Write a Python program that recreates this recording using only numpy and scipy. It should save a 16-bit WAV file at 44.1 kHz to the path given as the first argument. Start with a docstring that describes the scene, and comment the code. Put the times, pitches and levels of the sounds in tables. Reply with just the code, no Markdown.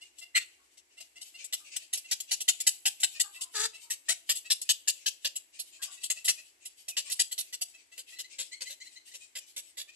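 """Heron chicks beg in a stick nest in a leafy tree, a few metres away: one gives short raspy keks, about
five a second at its busiest, and a sibling adds thin ticks. Their voices are rough pulses shaped by a throat.
Neighbours cheep, peep and slur; one bark and one hoarse squawk cut in, adults croak far off and more chicks
beg in the distance. Noise bursts from twigs and leaves scatter the calls, the canopy adds a short wash, and
filtered noise makes a faint outdoor hush."""
import sys
import numpy as np
from scipy import signal
from scipy.fft import rfft, irfft, next_fast_len
from scipy.io import wavfile

SR = 44100
rng = np.random.default_rng(int(sys.argv[2]) if len(sys.argv) > 2 else 0)


def to_wav(sig):
    """Store sig (one row per channel, or 1-D mono) as 16-bit WAV at the path in sys.argv[1].

    Samples outside -1..1 are clipped; the rate is SR.
    """
    pcm = np.clip(np.atleast_2d(sig), -1, 1) * 32767
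    pcm = np.round(pcm).astype(np.int16)
    wavfile.write(sys.argv[1], SR, pcm.T)  # frames by channels


N = 438794

# throat and beak resonances of a begging chick: pitch_hz [Hz], gain_db [dB]
CHICK_THROAT = [(60, -36), (160, -34.5), (330, -34), (500, -23.5), (720, -20.5), (1150, -25), (1450, -17),
                (1900, -12), (2280, -10.5), (2850, 1.5), (4100, -2), (5600, -0.5), (8000, 3.5),
                (11200, -3.5), (14500, -24)]
# the canopy's wash, band by band: centre_hz [Hz], level_db [dB], time to fall by 60 dB t60_s [s]
CANOPY_BANDS = [(400, -5.5, 0.35), (1233, -22.5, 0.67), (2020, -21.5, 0.36), (2780, -21.5, 0.64),
                (5000, -20, 0.34), (7900, -22, 0.47), (12960, -18.5, 0.48)]


def undb(db):
    """Turn decibels into a gain."""
    return 10 ** (np.asarray(db) / 20)


def unit(x):
    """Scale to an average strength (rms) of 1."""
    return x / np.sqrt(np.mean(x ** 2) + 1e-20)


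def along(points, hz, axis=1):
    """Read a column of a (Hz, ..) table on a log-frequency axis."""
    table = np.array(points, float)
    return np.interp(np.log(hz + 1), np.log(table[:, 0]), table[:, axis])


def colour(x, points, axis=1):
    """Make frequencies louder or softer by a (Hz, dB) outline."""
    size = next_fast_len(x.shape[-1] + 512)
    hz = np.arange(size // 2 + 1) * SR / size
    shaped = rfft(x, size) * undb(along(points, hz, axis=axis))
    return irfft(shaped, size)[..., :x.shape[-1]]


def clock(seconds):
    """Sample times from 0, for at least 5 ms."""
    return np.arange(int(max(seconds, .005) * SR)) / SR


def gesture(rows):
    """Start time and sample-by-sample controls of a curve table."""
    s, *columns = np.transpose(rows)
    t = s[0] + clock(s[-1] - s[0])
    return s[0], [np.interp(t, s, column) for column in columns]


def wander(size, rate):
    """Smooth random drift with a spread near 1, given a new target rate times a second."""
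    position = np.arange(size) * rate / SR
    targets = rng.standard_normal(size // 8 + 4)
    return np.interp(position, np.arange(len(targets)), targets)


def add(out, start, sound):
    """Mix a stereo sound in at its time."""
    i = max(int(start * SR), 0)
    out[:, i:i + sound.shape[1]] += sound[:, :max(N - i, 0)]


def syrinx(hz, jitter, shimmer_db, rasp, gate=0.59):
    """Uneven pulses of the voice membrane, each followed by a puff of rough air, strongest in the treble."""
    size = len(hz)
    cycles = np.cumsum(hz * (1 + jitter * wander(size, hz.mean()))) / SR
    offset = (cycles - np.round(cycles)) * SR / hz  # samples from the nearest closure
    pulses = np.sinc(offset) * np.exp(-(offset / 4) ** 2)
    puffs = np.exp(-(cycles % 1) / gate) * rng.standard_normal(size)  # gate: fading time in cycles
    puffs = colour(unit(puffs), [(600, -10.5), (1800, -5.0), (4500, 0.5)])
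    return (unit(pulses) + rasp * puffs) * undb(shimmer_db * wander(size, hz.mean()))


def twigs(decay_s=0.0043):
    """A fading random burst per side: many tiny reflections that on average favour no frequency."""
    t = clock(.016)
    burst = rng.standard_normal((2, len(t))) * np.exp(-t / decay_s)
    return burst / np.sqrt(np.sum(burst ** 2, axis=1, keepdims=True))


def place(call, pan_db, nest, moved=0.8, lag_s=.00007):
    """Direct sound plus scatter from the nest; most of the scatter changes as the bird moves its head."""
    # how much of the sound's energy arrives via twigs and leaves: pitch_hz [Hz], share [0-1]
    scatter_share = [(500, 0), (1800, 0.39), (3500, 0.39), (8000, 0.98)]
    size = next_fast_len(len(call) + 2048)
    hz = np.arange(size // 2 + 1) * SR / size
    share = np.clip(along(scatter_share, hz), 0, 1)
    direct = np.exp(-2j * np.pi * hz * np.array([[lag_s], [0]]))  # the right microphone hears it first
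    scatter = rfft(np.sqrt(1 - moved) * nest + np.sqrt(moved) * twigs(), size)
    paths = np.sqrt(1 - share) * direct + np.sqrt(share) * scatter
    heard = irfft(rfft(call, size) * paths, size)
    # keep the call's own energy on each side before setting left minus right
    heard *= np.sqrt(np.sum(call ** 2) / np.sum(heard ** 2, axis=1, keepdims=True))
    return heard * undb(np.array([[pan_db], [-pan_db]]) / 2)


def chirps(rows, throat, rise, jitter, rasp, gain_db):
    """Simple calls that swell, glide up or down and fade; the throat partly follows the pitch."""
    out = np.zeros((2, N))
    usual_hz = np.median([row[2] for row in rows])
    for start, length, hz, db, pan_db in rows:
        t = clock(length) / length
        source = syrinx(hz * np.exp(rise * (t - .5)), jitter, 1.4, rasp)
        tuned = [(f * (hz / usual_hz) ** 0.78, gain) for f, gain in throat]
        swell = np.interp(t, [0, .35, .7, 1], [0.18, 1, 0.65, 0.044])
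        voice = unit(colour(source, tuned)) * swell
        add(out, start, place(voice * undb(db + gain_db), pan_db, twigs()))
    return out


def split(noise, index):
    """The part of a noise that lies around one of the canopy's bands."""
    size = noise.shape[1]
    hz = np.arange(size // 2 + 1) * SR / size
    chosen = [(row[0], j == index) for j, row in enumerate(CANOPY_BANDS)]
    return irfft(rfft(noise) * along(chosen, hz), size)


def canopy(x, near_db=-14, near_s=0.024, delay_s=0.028):
    """Nearby foliage answers within a few hundredths of a second; the trees around ring on more softly."""
    t = clock(.9)
    noise = rng.standard_normal((2, len(t)))
    tail = 0
    for k, (_, db, t60) in enumerate(CANOPY_BANDS):
        even_energy = np.sqrt(2 * np.log(1000) / (t60 * SR))  # evens out long and short tails
        tail = tail + split(noise, k) * undb(db - 60 * t / t60) * even_energy
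    early = rng.standard_normal((2, len(t))) * np.exp(-t / near_s) * np.sqrt(2 / (near_s * SR))
    early = colour(early, [(900, 2), (2700, 4.5), (13000, 1)]) * undb(near_db)
    fade_in = np.minimum(t / delay_s, 1)
    return signal.fftconvolve(x, (tail + early) * fade_in, axes=1)[:, :N]


def air():
    """A faint outdoor hush of filtered noise; the two sides are most alike around 330 Hz."""
    # still outdoor air, relative strength: pitch_hz [Hz], level_db [dB per Hz]
    air_colour = [(25, -20), (70, -11), (110, -17), (165, -31), (250, -12.5), (340, -5), (480, -12.5),
                  (800, -12.5), (1300, -16), (2100, -4), (4000, -11), (8000, -2.5), (11500, -12),
                  (14500, -27)]
    hush_db = -69.5
    side = colour(rng.standard_normal(N), [(100, -4.0), (330, -10.0), (900, 7.0), (2500, 0.0)])
    mid = rng.standard_normal(N)
    hush = unit(colour(np.array([mid + side, mid - side]), air_colour))
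    return hush * undb(hush_db + 0.45 * wander(N, 15))


def colony(count=90, pan_db=3, gain_db=-1):
    """Far chicks beg at random, blurred by the foliage, while their level swells and ebbs."""
    # the colony's other nests: time_s [s], level_db [dB, before gain_db]
    chatter = [(0, -60.5), (0.899, -73), (1.4, -51), (4.6, -57), (5.5, -60), (5.9, -50), (6.6, -64.5),
               (7.1, -49), (7.801, -64.5), (8.201, -54.5), (9.95, -60)]
    rows = []
    for k, (late, pitch, loud) in enumerate(rng.random((count, 3))):
        rows.append(((k + late) * N / SR / count, .05, 520 + 280 * pitch, 8 * loud, pan_db))
    calls = chirps(rows, CHICK_THROAT, rise=0.1503, jitter=0.0597, rasp=0.88, gain_db=0)
    # the tone of distance
    far = colour(canopy(calls), [(600, -8), (1300, -13), (2500, 2), (3500, -7), (8000, -1.5), (13000, -5.5)])
    level_db = np.interp(np.arange(N) / SR, *np.transpose(chatter))
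    return unit(far) * undb(level_db + gain_db)


def neighbours(cheep_pan_db=2.0, peep_pan_db=3.0, slur_pan_db=.6):
    """Three small voices nearby, made of gliding pulses: one cheeps, one peeps, one slurs downward."""
    # cheeps from a neighbouring nest: start_s [s], pitch_hz [Hz], level_db [dB, before the gain below]
    cheep_notes = [(.008, 701, -54), (.21, 692, -50.5), (.968, 700, -56), (1.155, 692, -54.5),
                   (1.34, 700, -53.5), (2.04, 682, -56), (3.148, 618, -50.5), (3.345, 651, -50.5),
                   (3.733, 662, -51), (4.445, 646, -51.5), (5.965, 654, -60), (6.16, 661, -50.5),
                   (6.375, 634, -53), (7.735, 653, -59), (7.914, 670, -57), (8.12, 660, -55),
                   (9.875, 613, -56.5)]
    # a run of thin rising peeps: start_s [s], level_db [dB, before the gain below]
    peep_notes = [(8.158, -56.5), (8.235, -53), (8.513, -45.5), (8.657, -46.5), (8.801, -48.5),
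                  (8.855, -53.5), (8.954, -52), (9.074, -61.5), (9.11, -57.5)]
    # faint falling notes: start_s [s], level_db [dB, before the gain below]
    slur_notes = [(1.712, -56), (6.905, -51)]
    # throat and beak resonances of each voice: pitch_hz [Hz], gain_db [dB]; they shift with the note
    cheep_throat = [(350, -28.5), (700, -28.5), (1450, -28.5), (2000, -7), (2300, -26), (2660, 5),
                    (3200, -11), (4500, -11), (6500, -11), (8000, -7.5), (11200, -21), (14500, -28)]
    peep_throat = [(1050, -52), (1500, -32), (2000, 1.5), (2500, -8), (3050, -8), (3550, -15), (4100, 2.5),
                   (5100, -16), (6200, -3), (8300, -9), (11000, -28), (14500, -39)]
    slur_throat = [(1500, -30), (2500, 4), (4000, -23), (12000, -28)]
    cheep_s, slur_s, slur_hz = .04, .052, 2520
    loudest_s, loudest_hz = .045, 1037  # of the loudest peep
    s_per_db, hz_per_db = .0015, 4  # softer peeps are shorter and lower
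    cheeps = [(s, cheep_s, hz, db, cheep_pan_db) for s, hz, db in cheep_notes]
    top_db = max(db for _, db in peep_notes)
    peeps = []
    for s, db in peep_notes:
        softer_db = top_db - db
        peeps.append((s, loudest_s - s_per_db * softer_db, loudest_hz - hz_per_db * softer_db, db, peep_pan_db))
    slurs = [(s, slur_s, slur_hz, db, slur_pan_db) for s, db in slur_notes]
    return (chirps(cheeps, cheep_throat, rise=0.08, jitter=.02, rasp=.8, gain_db=5.0)
            + chirps(peeps, peep_throat, rise=0.16, jitter=0.025, rasp=0.6, gain_db=2.5)
            + chirps(slurs, slur_throat, rise=-0.126, jitter=0.02, rasp=.3, gain_db=-3))


def beg(length, hz, db, whistle_hz, body_db, treble_db, rise=0.1303, snap=0.44, beak_db=2.5,
        whistle_db=-15.5, whistle_s=0.017, press=0.35):
    """A begging note: a brief whistle over a short run of rough pulses whose pitch climbs."""
    boost_db = 3  # overall strength of both chicks
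    easy_db = -34  # below this level a note is unpressed and keeps more of its fundamental
    # the note swells for a share of its length, sags to a share of its peak, then stops
    attack_share, sustain_share, release_s = .3, 0.34, 0.0097
    t = clock(length + release_s)
    source = syrinx(hz * np.exp(rise * (t / length - .5)), jitter=0.0646, shimmer_db=3.5, rasp=1.0)
    # pressing harder brightens the voice: soft notes keep more fundamental and less octave
    tilt = [(600, press * (easy_db - db)), (1000, body_db - press * max(easy_db - db, 0)),
            (2250, body_db), (2900, 0), (5500, 0), (7500, treble_db)]
    # the beak never opens quite the same way twice, so its upper resonances vary
    beak = [(f, beak_db * rng.standard_normal()) for f in np.linspace(2500, 13000, 24)]
    voice = unit(colour(colour(colour(source, CHICK_THROAT), tilt), beak))
    whistle = np.sin(2 * np.pi * np.cumsum(whistle_hz * (1 + 0.025 * wander(len(t), 406))) / SR)
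    whistle *= np.exp(-(t / whistle_s) ** 2)
    voice = voice + whistle * undb(whistle_db + body_db - treble_db / 2)
    attack = length * attack_share
    push = np.interp(t, [attack, length, length + release_s], [1, sustain_share, 0])
    push *= np.minimum(t / attack, 1) ** snap
    return unit(voice * push) * np.sqrt(np.mean(push ** 2)) * undb(db + boost_db)


def begging(nest):
    """Two chicks share the nest and its twigs: one keks in rough pulses, the other ticks in between."""
    # the upright chick's full-throated keks:
    # start_s [s], length_s [s, before the release], pitch_hz [Hz], level_db [dB, before the boost]
    kek_notes = [(0.771, 0.03, 652, -56), (0.999, .033, 676, -48), (1.21, 0.03, 738, -43),
                 (1.525, 0.026, 633.6, -31), (1.76, .02, 754, -32), (1.929, 0.028, 742, -30),
                 (2.111, .028, 772, -27), (2.31, 0.033, 796, -27), (2.479, 0.027, 697, -20.5),
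                 (2.666, 0.027, 813.6, -20.5), (2.854, 0.03, 810, -22.5), (3.03, .02, 798, -21.5),
                 (3.197, 0.024, 701, -23), (3.9, 0.04, 542.4, -32), (4.084, 0.041, 671, -25.5),
                 (4.291, .031, 594, -25), (4.501, 0.03, 550, -23), (4.69, 0.027, 521, -22),
                 (4.874, 0.031, 575, -24.5), (5.059, 0.029, 530.6, -26), (5.246, 0.027, 549.3, -29),
                 (5.818, .04, 695, -36.5), (6.099, .026, 624, -27), (6.278, 0.031, 637, -22.5),
                 (6.966, 0.036, 578.3, -28.5), (7.095, .038, 556, -37), (7.192, .029, 814, -23),
                 (7.312, .032, 505, -36.5), (7.525, .033, 500, -38), (7.976, 0.037, 500, -42.5),
                 (8.185, .034, 514, -39), (8.384, .048, 523, -36), (8.606, 0.033, 501.6, -38),
                 (8.696, 0.046, 575, -44.5), (9.138, 0.031, 516, -45), (9.352, 0.036, 548.4, -38.5),
                 (9.562, 0.041, 538, -38.5), (9.77, 0.056, 557, -40)]
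    # the upright chick's posture drifts slowly:
    # time_s [s], whistle_hz [Hz], body_db [dB], treble_db [dB], left minus right pan_db [dB]
    posture_curve = [(1.0, 2100, -3, -1, 3.5), (1.6, 1966, -2, 1, 0.5), (2.9, 1980, -1, 2, 0.5),
                     (4.1, 1872, 2, 0, 1.5), (4.7, 1734, -6, 0, 2), (5.25, 1692, -6, -5, 1),
                     (6.1, 2050, 1, 2, 1.5), (7.0, 1950, 0, 1, -0.5), (8.6, 2050, -2, -1, 2.5),
                     (9.6, 2050, 2.5, 1.5, -3)]
    # a sibling's thin, bright ticks in the gaps: start_s [s], length_s [s, before the release],
    # level_db [dB, before the boost], left minus right pan_db [dB]
    tick_notes = [(0.181, .025, -47, 4), (1.441, 0.024, -41.5, 4), (1.972, 0.021, -37, -1),
                  (2.201, .015, -33.5, 1.5), (2.404, 0.02, -31.5, -1), (2.6, 0.019, -29.5, -3),
                  (2.999, 0.029, -39, 0), (3.408, 0.033, -34, 1), (4.35, 0.038, -36.5, 0.5),
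                  (4.614, .022, -33, 2), (5.355, 0.024, -34, 2), (5.589, 0.033, -36.5, -5.5),
                  (6.032, .033, -32.5, -0.5), (6.244, 0.037, -31, 2.5), (6.652, .023, -38.5, -3.5),
                  (6.88, .032, -35.5, -1.5), (7.117, .02, -28.5, -5), (7.378, .036, -31, -3.5),
                  (7.611, .023, -31, 1)]
    tick_hz, tick_whistle_hz, tick_body_db, tick_treble_db = 669, 2050, -9, 5.5
    out = np.zeros((2, N))
    times, *posture = np.transpose(posture_curve)
    for start, length, hz, db in kek_notes:
        whistle_hz, body_db, treble_db, pan_db = (np.interp(start, times, column) for column in posture)
        kek = beg(length, hz, db, whistle_hz, body_db, treble_db)
        add(out, start, place(kek, pan_db, nest))
    for start, length, db, pan_db in tick_notes:
        tick = beg(length, tick_hz, db, tick_whistle_hz, tick_body_db, tick_treble_db)
        add(out, start, place(tick, pan_db, nest))
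    return out


def bark():
    """A whistle with its octave that cracks into slow, hard pulses; a nearby tree throws it back."""
    # the bark's course: time_s [s], pulse rate_hz [Hz], rasp_db [dB], whistle_hz [Hz], whistle_db [dB]
    bark_curve = [(.343, 241.6, -74, 2057, -57), (.351, 240.2, -37.5, 2030, -29),
                  (.358, 231.3, -26, 2130, -27), (.365, 232.5, -24, 2000, -36.5),
                  (.383, 202, -24, 1920, -44), (.389, 212, -37, 1850, -58)]
    # throat and beak resonances: pitch_hz [Hz], gain_db [dB]
    bark_throat = [(180, -57), (400, -30.5), (950, -38), (1400, -11), (1600, -17.5), (1950, 4.5),
                   (2400, -5.5), (2900, -0.5), (3500, -9), (4200, -8.5), (5500, -12), (8000, -7),
                   (11200, -19), (14500, -38)]
    echo_s, echo_db = .05, -21
    out = np.zeros((2, N))
    start, (rate, rasp_db, hz, whistle_db) = gesture(bark_curve)
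    rasp = unit(colour(syrinx(rate, jitter=0.113, shimmer_db=-0.5, rasp=1.0), bark_throat))
    phase = 2 * np.pi * np.cumsum(hz * (1 + 0.023 * wander(len(hz), 494))) / SR
    octave = undb(whistle_db - whistle_db.max())  # the octave grows with drive
    whistle = np.sin(phase) + octave * np.sin(2 * phase)
    call = rasp * undb(rasp_db) + whistle * undb(whistle_db)
    add(out, start, place(call, 1.8, twigs()))
    echo = colour(call, [(2000, -5), (2700, 3), (6000, -2)]) * undb(echo_db)
    add(out, start + echo_s, place(echo, 0, twigs()))
    return out


def croaks():
    """Far adults croak: short rough pulses whose pitch falls."""
    # start_s [s], length_s [s], pitch_hz [Hz], level_db [dB, before gain_db]
    croak_notes = [(0.579, 0.066, 376, -73.5), (1.586, 0.065, 413, -68.5), (3.237, 0.037, 400, -53),
                   (3.341, 0.17, 345, -66), (3.82, 0.098, 309, -71.5), (5.789, 0.057, 521, -57.5),
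                   (5.872, 0.04, 370, -60.5), (7.049, 0.074, 355, -69)]
    # throat and beak resonances, which shift with the note: pitch_hz [Hz], gain_db [dB]
    croak_throat = [(300, -27), (750, -2), (1100, 12.5), (1550, 4.5), (2200, -28), (6000, -21)]
    rows = [(*row, 0) for row in croak_notes]
    return chirps(rows, croak_throat, rise=-0.127, jitter=0.044, rasp=0.56, gain_db=-5.5)


def squawk():
    """A hoarse call: steadier pulses below, breaking into very uneven, raspy ones above."""
    # the squawk's course: time_s [s], pitch_hz [Hz], level_db [dB]
    squawk_curve = [(3.534, 466, -67), (3.549, 461, -34.5), (3.57, 419, -32.5), (3.595, 415.4, -32.5),
                    (3.62, 434, -28), (3.655, 451.6, -29), (3.674, 445, -45)]
    # throat and beak resonances: pitch_hz [Hz], gain_db [dB]
    squawk_throat = [(220, -25), (430, -6.5), (620, -15), (900, -7.5), (1100, -6), (1400, -2), (1800, 2),
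                     (2300, -8.5), (3000, -2.5), (3700, 0), (4700, 3.5), (6000, 0), (7700, 4.5), (9000, -7),
                     (11500, -6.5), (14500, -40)]
    out = np.zeros((2, N))
    start, (hz, db) = gesture(squawk_curve)
    clean = syrinx(hz, jitter=0.0075, shimmer_db=4.5, rasp=0.25)
    clean = colour(clean, [(1800, -5.0), (2800, -2.5)])
    hoarse = syrinx(hz, jitter=.052, shimmer_db=4.5, rasp=0.4)
    hoarse = colour(hoarse, [(450, -12.0), (1500, 4), (2800, 3.5)])
    voice = unit(colour(clean + hoarse, squawk_throat))
    add(out, start, place(voice * undb(db), 2.1, twigs()))
    return out


def scene():
    """The near nest is mostly direct; the farther a bird, the more canopy is heard."""
    near = begging(twigs()) + squawk() + bark()
    nearby = neighbours()
    far = croaks()
    wash = canopy(near + undb(8.0) * nearby + undb(17) * far)
    return near + nearby + far + wash + colony() + air()


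def record(dry):
    """Each microphone has its own treble colour; rumble and the very top are cut."""
    # microphone colour: pitch_hz [Hz], left_db [dB], right_db [dB]
    microphone_colour = [(302, 8, 8), (3240, 1, 3), (4380, 4.5, 3.5), (6370, 0.5, -3.5), (8080, 5, -15.5),
                         (8330, 1, -8), (9390, -7, -6), (11090, -19.5, 7.5), (12980, -7, 3.5),
                         (14900, -15, -17)]
    top_hz = 14300
    heard = np.array([colour(dry[0], microphone_colour, axis=1), colour(dry[1], microphone_colour, axis=2)])
    heard = signal.sosfilt(signal.butter(2, 32, "high", fs=SR, output="sos"), heard)
    return signal.sosfilt(signal.ellip(8, .2, 70, top_hz, fs=SR, output="sos"), heard)


dry = scene()
out = record(dry)
to_wav(out)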